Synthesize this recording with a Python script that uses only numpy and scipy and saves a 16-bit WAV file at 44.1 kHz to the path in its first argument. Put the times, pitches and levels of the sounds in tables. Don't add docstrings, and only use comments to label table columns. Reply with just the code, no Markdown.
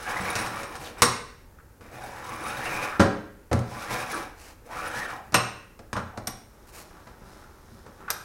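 import sys
import numpy as np
from scipy import signal
from scipy.fft import rfft, irfft
from scipy.io import wavfile
from scipy.ndimage import uniform_filter1d

SR = 44100
rng = np.random.default_rng(int(sys.argv[2]) if len(sys.argv) > 2 else 0)


def persist_wave(psi):
    counts = np.round(np.clip(psi, -1, 1) * 32767).astype(np.int16)
    wavfile.write(sys.argv[1], SR, np.atleast_2d(counts).T)


N = 363384
TIME_S = np.arange(N) / SR

# freq_hz, level_db
FRICTION_HISS = [(1760, -24.5), (3000, -7), (3240, -4), (3830, 0.5), (4570, -3.5), (5290, 1), (7620, -6.5),
                 (9010, -7.5), (9330, -2.5), (9940, -9.5), (10800, -5.5), (16000, -21.5)]


def amp(db):
    return 10 ** (np.asarray(db) / 20)


def unit(x):
    return x / np.sqrt(np.mean(x ** 2) + 1e-20)


def curve_at(points, hz):
    freq_hz, value = np.transpose(points)
    return np.interp(np.log(hz + 1), np.log(freq_hz + 1), value)


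def add(mix, start_s, sound):
    part = mix[max(round(start_s * SR), 0):][:len(sound)]
    part += sound[:len(part)]


def colour(x, spectrum):
    return unit(irfft(rfft(x) * amp(curve_at(spectrum, np.fft.rfftfreq(N, 1 / SR))), N))


def wander(rate_hz):
    rolloff = 1 + (np.fft.rfftfreq(N, 1 / SR) / rate_hz) ** 4
    return unit(irfft(rfft(rng.standard_normal(N)) / rolloff, N))


def grit(per_s, spread_db):
    size = amp(spread_db * np.minimum(rng.exponential(1, N), 4.5))
    return unit(size * rng.standard_normal(N) * (rng.random(N) < per_s / SR))


def resonate(x, hz, width_hz):
    turn = np.exp(2j * np.pi * np.cumsum(hz * np.ones(len(x))) / SR)
    pole = np.exp(-np.pi * width_hz / SR)
    return 2 * (turn * signal.lfilter([1 - pole], [1, -pole], x / turn)).real


def whistle(x, hz, width_hz):
    return unit(resonate(resonate(x, hz, width_hz), hz, width_hz))


def screw_motion():
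    # time_s, pitch_hz, load_db
    runs = [
        [(0, 1370, -0.5), (.21, 2120, -1.5), (.37, 2570, 0), (.45, 1880, 0.5), (.55, 1270, 1), (.72, 963, 0),
         (.93, 480, -1), (1, 446, 4.5)],
        [(1.825, 392, -1.5), (1.92, 638, -1.5), (2.36, 1135, -0.5), (2.56, 1517, 0), (2.64, 1850, -1),
         (2.68, 2446, -1), (2.84, 2410, 1.5), (2.92, 1363, -1), (2.98, 1360, -3)],
        [(3.66, 560, -2), (3.8, 1220, 0), (3.93, 2250, -1), (4.06, 2730, -3), (4.17, 1240, 1), (4.3, 440, -1.5)],
        [(4.66, 440, -3), (4.76, 1210, 0), (4.95, 1620, 0.5), (5.01, 1930, 0), (5.1, 1380, 1.5),
         (5.17, 775, -0.5), (5.3, 396, -18)],
    ]
    # hiss_db, sing_db
    offsets = [(0, -3), (0.4, -1), (3.5, -1.5), (0, 3.5)]
    rise_s, stop_s = 0.022, 0.046
    rows = np.array([(*point, *offset) for run, offset in zip(runs, offsets) for point in run])
    moving = np.zeros(N)
    for run in runs:
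        start_s, end_s = run[0][0], run[-1][0]
        moving += np.interp(TIME_S, [start_s - rise_s, start_s, end_s, end_s + stop_s], [0, 1, 1, 0])
    return [np.interp(TIME_S, rows[:, 0], column) for column in rows.T[1:]] + [moving]


def screw_rub(slips, pitch_hz, sing_db):
    # freq_hz, level_db
    spectrum = [(180, -35), (300, -22), (530, 0), (643, -6.5), (748, 0.5), (975, -2.5), (1160, -0.5),
                (1810, -3), (2090, -8), (2330, -4), (3170, -17), (3400, -20.5), (4420, -32), (7480, -120)]
    hz = pitch_hz * (1 + 0.022 * wander(35))
    slow = 1 / (1 + (hz / 1500) ** 4)
    second = slow * whistle(slips, 1.9 * hz, 380) + (1 - slow) * whistle(slips, .52 * hz, 280)
    singing = whistle(slips, hz, width_hz=347) + amp(-14) * second
    return unit(colour(slips, spectrum) + amp(sing_db + 4.1 * wander(30)) * singing)


def screw_hiss(slips):
    # freq_hz, width_hz, level_db
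    modes = [(3750, 90, 0), (5320, 89, -7.5), (6180, 120, -3), (8000, 32, -1.5), (9670, 40, 4),
             (10280, 58, -10.5), (11560, 226, -10.5), (15680, 70, -9.5)]
    catches = grit(per_s=40, spread_db=1.2)
    pings = np.zeros(N)
    for hz, width_hz, db in modes:
        drive = catches * rng.standard_normal(N) + 0.39 * slips
        pings += amp(db) * unit(resonate(drive, hz, width_hz))
    hiss = colour(grit(per_s=7000, spread_db=2.1), FRICTION_HISS)
    return unit(hiss + amp(-4.5) * unit(pings))


def screw():
    # freq_hz, level_db
    rumble_spectrum = [(40, -6), (85, -16), (120, 2), (170, -6.5), (330, -5), (450, -10.5), (700, -31.5)]
    cruise_hz = 1470
    pitch_hz, load_db, hiss_db, sing_db, moving = screw_motion()
    speed_oct = np.log2(pitch_hz / cruise_hz)
    accel = np.tanh(uniform_filter1d(np.gradient(speed_oct) * SR, size=4000))
    slips = grit(per_s=7000, spread_db=2.3)
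    rub = screw_rub(slips, pitch_hz, sing_db - 7.5 - 3 * speed_oct)
    hiss = screw_hiss(slips) * amp(hiss_db + 1.6 * wander(20))
    rumble = colour(rng.standard_normal(N), rumble_spectrum) * amp(2.54 * wander(12))
    rub *= amp(-35.5 + 7 * speed_oct + 2.43 * load_db + 1.04 * accel)
    hiss *= amp(-49 + 7 * speed_oct + 2.2 * load_db + 1.5 * accel)
    rumble *= amp(-47.5 + 4 * speed_oct + 0.5 * load_db - 0.2 * accel)
    judder = amp(2.5 * wander(11.6))
    return moving * judder * (rub + hiss + rumble)


def crack(hardness_hz, chatter_s, t):
    # freq_hz, level_db
    spectrum = [(28, 9), (60, 5), (150, 9), (300, -2), (480, 6), (800, 3), (1400, 4), (2300, -5.5),
                (3200, -9.5), (4100, -8), (6500, -7.5), (8700, -13), (10500, -12.5), (16000, -25.5)]
    hz = abs(np.fft.fftfreq(2048, 1 / SR))
    bass_cut = (hz + 20) / (hz + 20 + 0.071 * hardness_hz)
    gain = bass_cut * amp(curve_at(spectrum, hz)) / np.sqrt(1 + (hz / hardness_hz) ** 2)
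    click = np.fft.ifft(np.exp(np.conj(signal.hilbert(np.log(gain))))).real
    contacts = rng.standard_normal(len(t)) * np.exp(-(t / chatter_s) ** 0.69)
    return signal.fftconvolve(contacts, click / np.linalg.norm(click))[:len(t)]


def ring(modes, t, t60_s):
    attack_s = 0.00078
    hz = np.fft.rfftfreq(len(t), 1 / SR)
    power = sum((amp(db) / (1 + (2 * (hz - mode_hz) / width_hz) ** 2)) ** 2
                for mode_hz, width_hz, db in modes)
    waves = irfft(np.sqrt(power) * np.exp(2j * np.pi * rng.random(len(hz))), len(t))
    envelope = amp(-60 * t / t60_s) * (1 - np.exp(-t / attack_s))
    return unit(waves * envelope) * np.sqrt(np.mean(envelope ** 2))


def blow(hardness_hz, chatter_s, bench_db, cheek_db, jaw_db, handle_db, rods_db=-np.inf):
    # freq_hz, width_hz, level_db
    bench_top = [(26.5, 8.1, -21), (89.3, 18, -14.5), (118.8, 6.4, 0), (190, 34, -15.5), (227, 15.4, -14)]
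    wooden_cheek = [(209, 9.2, 7.5), (238.3, 16.5, 6), (317, 73, -1.5), (334, 35, -20), (437, 140, -2),
                    (536, 31, 3), (687, 230, -6.5), (1050, 85, -20)]
    iron_jaw = [(450, 180, -0.5), (707, 270, -11), (1057, 120, 6), (1133, 88, -2), (1365, 184, -3),
                (1894, 310, -7), (2147, 67, -1), (2765, 400, -17), (3760, 210, -9), (4000, 320, -4.5),
                (5460, 490, -2.5), (6350, 170, -11.5), (7100, 440, -26.5), (8230, 115, -2),
                (8680, 180, 1.5), (10000, 300, -15)]
    handle = [(1488, 100, -44), (3890, 430, -6), (5300, 480, -12.5), (5700, 750, -4.5), (8540, 130, 5),
              (9500, 410, -2.5), (12500, 109, 5.5)]
    guide_rods = [(742, 45, 6.5), (1104, 35, -1), (1840, 89, -0.5), (2700, 250, 2)]
    t = np.arange(24000) / SR
    ringing = (amp(bench_db) * ring(bench_top, t, t60_s=0.31)
               + amp(cheek_db) * ring(wooden_cheek, t, t60_s=0.15)
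               + amp(jaw_db) * ring(iron_jaw, t, t60_s=0.22)
               + amp(handle_db) * ring(handle, t, t60_s=0.041)
               + amp(rods_db) * ring(guide_rods, t, t60_s=0.16))
    return crack(hardness_hz, chatter_s, t) + ringing


def cheek_knocks():
    # start_s, level_db, hardness_hz, bench_db, cheek_db
    knocks = [(.2, -39.5, 900, 5.5, 1), (1.809, -43, 1990, -16, -14), (2.996, -14.5, 1190, -17, 1),
              (3.001, -11, 1930, -6, -3.5), (3.016, -20.5, 1700, -6, -0.5), (3.514, -23.5, 730, -0.5, -1),
              (3.53, -19, 7100, -2.5, -7), (3.591, -29.5, 11500, -25, -25), (5.323, -31, 9000, -20, -21),
              (5.33, -31, 1400, -8, -24), (5.792, -39.5, 5000, -13, -3), (5.93, -23, 3850, -10.5, -16),
              (5.965, -24.5, 1670, -7, -8.5), (6.175, -31, 3480, -9.5, -4), (7.071, -41.5, 1500, -10, -17),
              (7.217, -53.5, 605, 7, -20), (7.716, -66.5, 500, 20.5, -8), (7.8, -52, 2200, -16, -22),
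              (7.863, -41, 1510, -13, -3.5), (8.006, -46, 2500, -6, -19)]
    out = np.zeros(N)
    for start_s, db, hardness_hz, bench_db, cheek_db in knocks:
        chatter_s = .014 * 1500 / hardness_hz
        knock = blow(hardness_hz, chatter_s, bench_db, cheek_db, jaw_db=-24.5, handle_db=-51)
        add(out, start_s, amp(db) * knock)
    return out


def jaw_clacks():
    # start_s, level_db, hardness_hz, handle_db, rods_db
    clacks = [(.354, -22.5, 12300, -21.5, -26), (.387, -26.5, 8000, -28.5, -30),
              (0.462, -29, 7800, -35, -24), (0.632, -33.5, 9000, -41, -26.5), (.754, -35, 10000, -35, -25),
              (1.02, -6.5, 18700, -26, -41), (2.656, -38, 3540, -38.5, 7), (5.343, -9, 5840, -13.5, -10.5)]
    rebound_s, rebound_db = .0082, -7
    out = np.zeros(N)
    for start_s, db, hardness_hz, handle_db, rods_db in clacks:
        for delay_s, drop_db in (0, 0), (rebound_s, rebound_db):
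            clack = blow(hardness_hz, chatter_s=0.0068, bench_db=-18, cheek_db=-30, jaw_db=-11,
                         handle_db=handle_db, rods_db=rods_db)
            add(out, start_s + delay_s, amp(db + drop_db) * clack)
    return out


def shoe_scuffs():
    # start_s, length_s, level_db, cutoff_hz
    scuffs = [(0.778, 0.15, -44, 6150), (4.343, 0.22, -49.5, 7100), (6.663, 0.054, -54.5, 14000),
              (6.711, 0.14, -46, 12800)]
    # freq_hz, level_db
    spectrum = [(200, -1), (800, 2.5), (1500, -1), (2800, -2.5), (3400, -10.5), (4300, -4.5), (7000, -3.5),
                (12000, -5), (16000, -6)]
    sand = colour(grit(per_s=7000, spread_db=2), spectrum)
    out = np.zeros(N)
    for start_s, length_s, db, cutoff_hz in scuffs:
        stroke = sand[int(start_s * SR):][:int(length_s * SR)]
        scuff = signal.lfilter(*signal.butter(1, cutoff_hz, fs=SR), stroke)
        add(out, start_s, amp(db) * unit(scuff) * signal.windows.tukey(len(scuff), .7))
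    return out


def bar_slides():
    # start_s, length_s, level_db, first_hz, last_hz
    slides = [(0.84, .045, -47.5, 4430, 2710), (1.58, 0.032, -54, 1180, 1520),
              (2.906, 0.076, -36, 1360, 1280), (3.882, 0.13, -39, 910, 574), (4.11, 0.067, -39.5, 360, 327),
              (4.126, 0.053, -37, 1280, 1010), (5.119, 0.097, -42, 960, 730),
              (5.948, 0.065, -32.5, 1080, 1180), (6.127, 0.1, -44.5, 740, 700),
              (7.414, 0.044, -55, 1290, 1300), (7.998, 0.072, -52, 1200, 1290),
              (8.077, 0.028, -34.5, 1360, 1290)]
    slips = grit(per_s=2300, spread_db=-1.5)
    out = np.zeros(N)
    for start_s, length_s, db, first_hz, last_hz in slides:
        stroke = slips[int(start_s * SR):][:int(length_s * SR)]
        rasp = whistle(stroke, np.linspace(first_hz, last_hz, len(stroke)), width_hz=0.39 * last_hz)
        add(out, start_s, amp(db) * rasp * signal.windows.tukey(len(rasp), .4))
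    return out


def handle_clinks():
    # start_s, level_db, hardness_hz, handle_db, jolt_db
    clinks = [(6.271, -26.5, 13000, 4.5, -9), (8.103, -20.5, 16000, 1.5, -40)]
    out = np.zeros(N)
    for start_s, db, hardness_hz, handle_db, jolt_db in clinks:
        clink = blow(hardness_hz, chatter_s=0.007, bench_db=jolt_db - 5, cheek_db=jolt_db,
                     jaw_db=jolt_db - 5, handle_db=handle_db)
        add(out, start_s, amp(db) * clink)
    return out


def hand_rustle():
    # freq_hz, level_db
    spectrum = [(88, -32), (150, -1), (207, -1), (254, -7), (397, 0), (506, -14), (547, -6), (1370, -5),
                (3200, -24.5), (4160, -59), (7040, -120)]
    start_s, rise_s, fade_db_per_s = 6.434, 0.28, 3.5
    elapsed_s = np.maximum(TIME_S - start_s, 0)
    folds, fibres = grit(per_s=1800, spread_db=2.2), grit(per_s=7000, spread_db=2)
    rustle = colour(folds, spectrum) * amp(-56 + 2.25 * wander(5.1))
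    swish = colour(fibres, FRICTION_HISS) * amp(-61.5 + 2.8 * wander(4.3) - fade_db_per_s * elapsed_s)
    return np.minimum(elapsed_s / rise_s, 1) * (rustle + swish)


def workshop(x):
    # freq_hz, t60_s
    decay = [(80, 0.296), (250, 0.69), (700, 0.49), (2000, 0.64), (5000, 0.57), (9000, 0.5), (16000, .32)]
    # freq_hz, level_db
    send = [(80, -6), (300, -1), (1000, -3), (3000, -4.5), (8000, -9.5), (16000, -10.5)]
    taps_per_s, predelay_s = 5000, .004
    taps = rng.choice([-1., 1.], SR) * (rng.random(SR) < taps_per_s / SR)
    taps *= np.arange(SR) > predelay_s * SR
    hz, t, bands = signal.stft(unit(taps), SR, nperseg=256)
    t60_s = curve_at(decay, hz)[:, None]
    energy_norm = np.sqrt(2 * np.log(1000) / (t60_s * SR))
    bands *= amp(curve_at(send, hz)[:, None] - 60 * t / t60_s) * energy_norm
    return x + signal.fftconvolve(x, signal.istft(bands, SR, nperseg=256)[1])[:N]


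def scene():
    # freq_hz, level_db
    air_spectrum = [(12, -29), (20, 1.5), (88, 1), (130, -9.5), (285, -12.5), (542, -13.5), (678, -23),
                    (897, -15.5), (1000, -22.5), (1400, -21), (3160, -36), (6720, -33.5), (7730, -35),
                    (13900, -33.5), (16000, -37)]
    air = amp(-52) * colour(rng.standard_normal(N), air_spectrum)
    direct = (screw() + cheek_knocks() + jaw_clacks() + shoe_scuffs() + bar_slides()
              + handle_clinks() + hand_rustle())
    return (workshop(direct) + air)[None]


def record(dry):
    ceiling, cutoff_hz = .75, 16100
    rounded = dry / (1 + (dry / ceiling) ** 4) ** .25
    lowpass = signal.firwin(401, cutoff_hz, window=("kaiser", 9), fs=SR)
    return signal.oaconvolve(rounded, lowpass[None], "same")


dry = scene()
out = record(dry)
persist_wave(out)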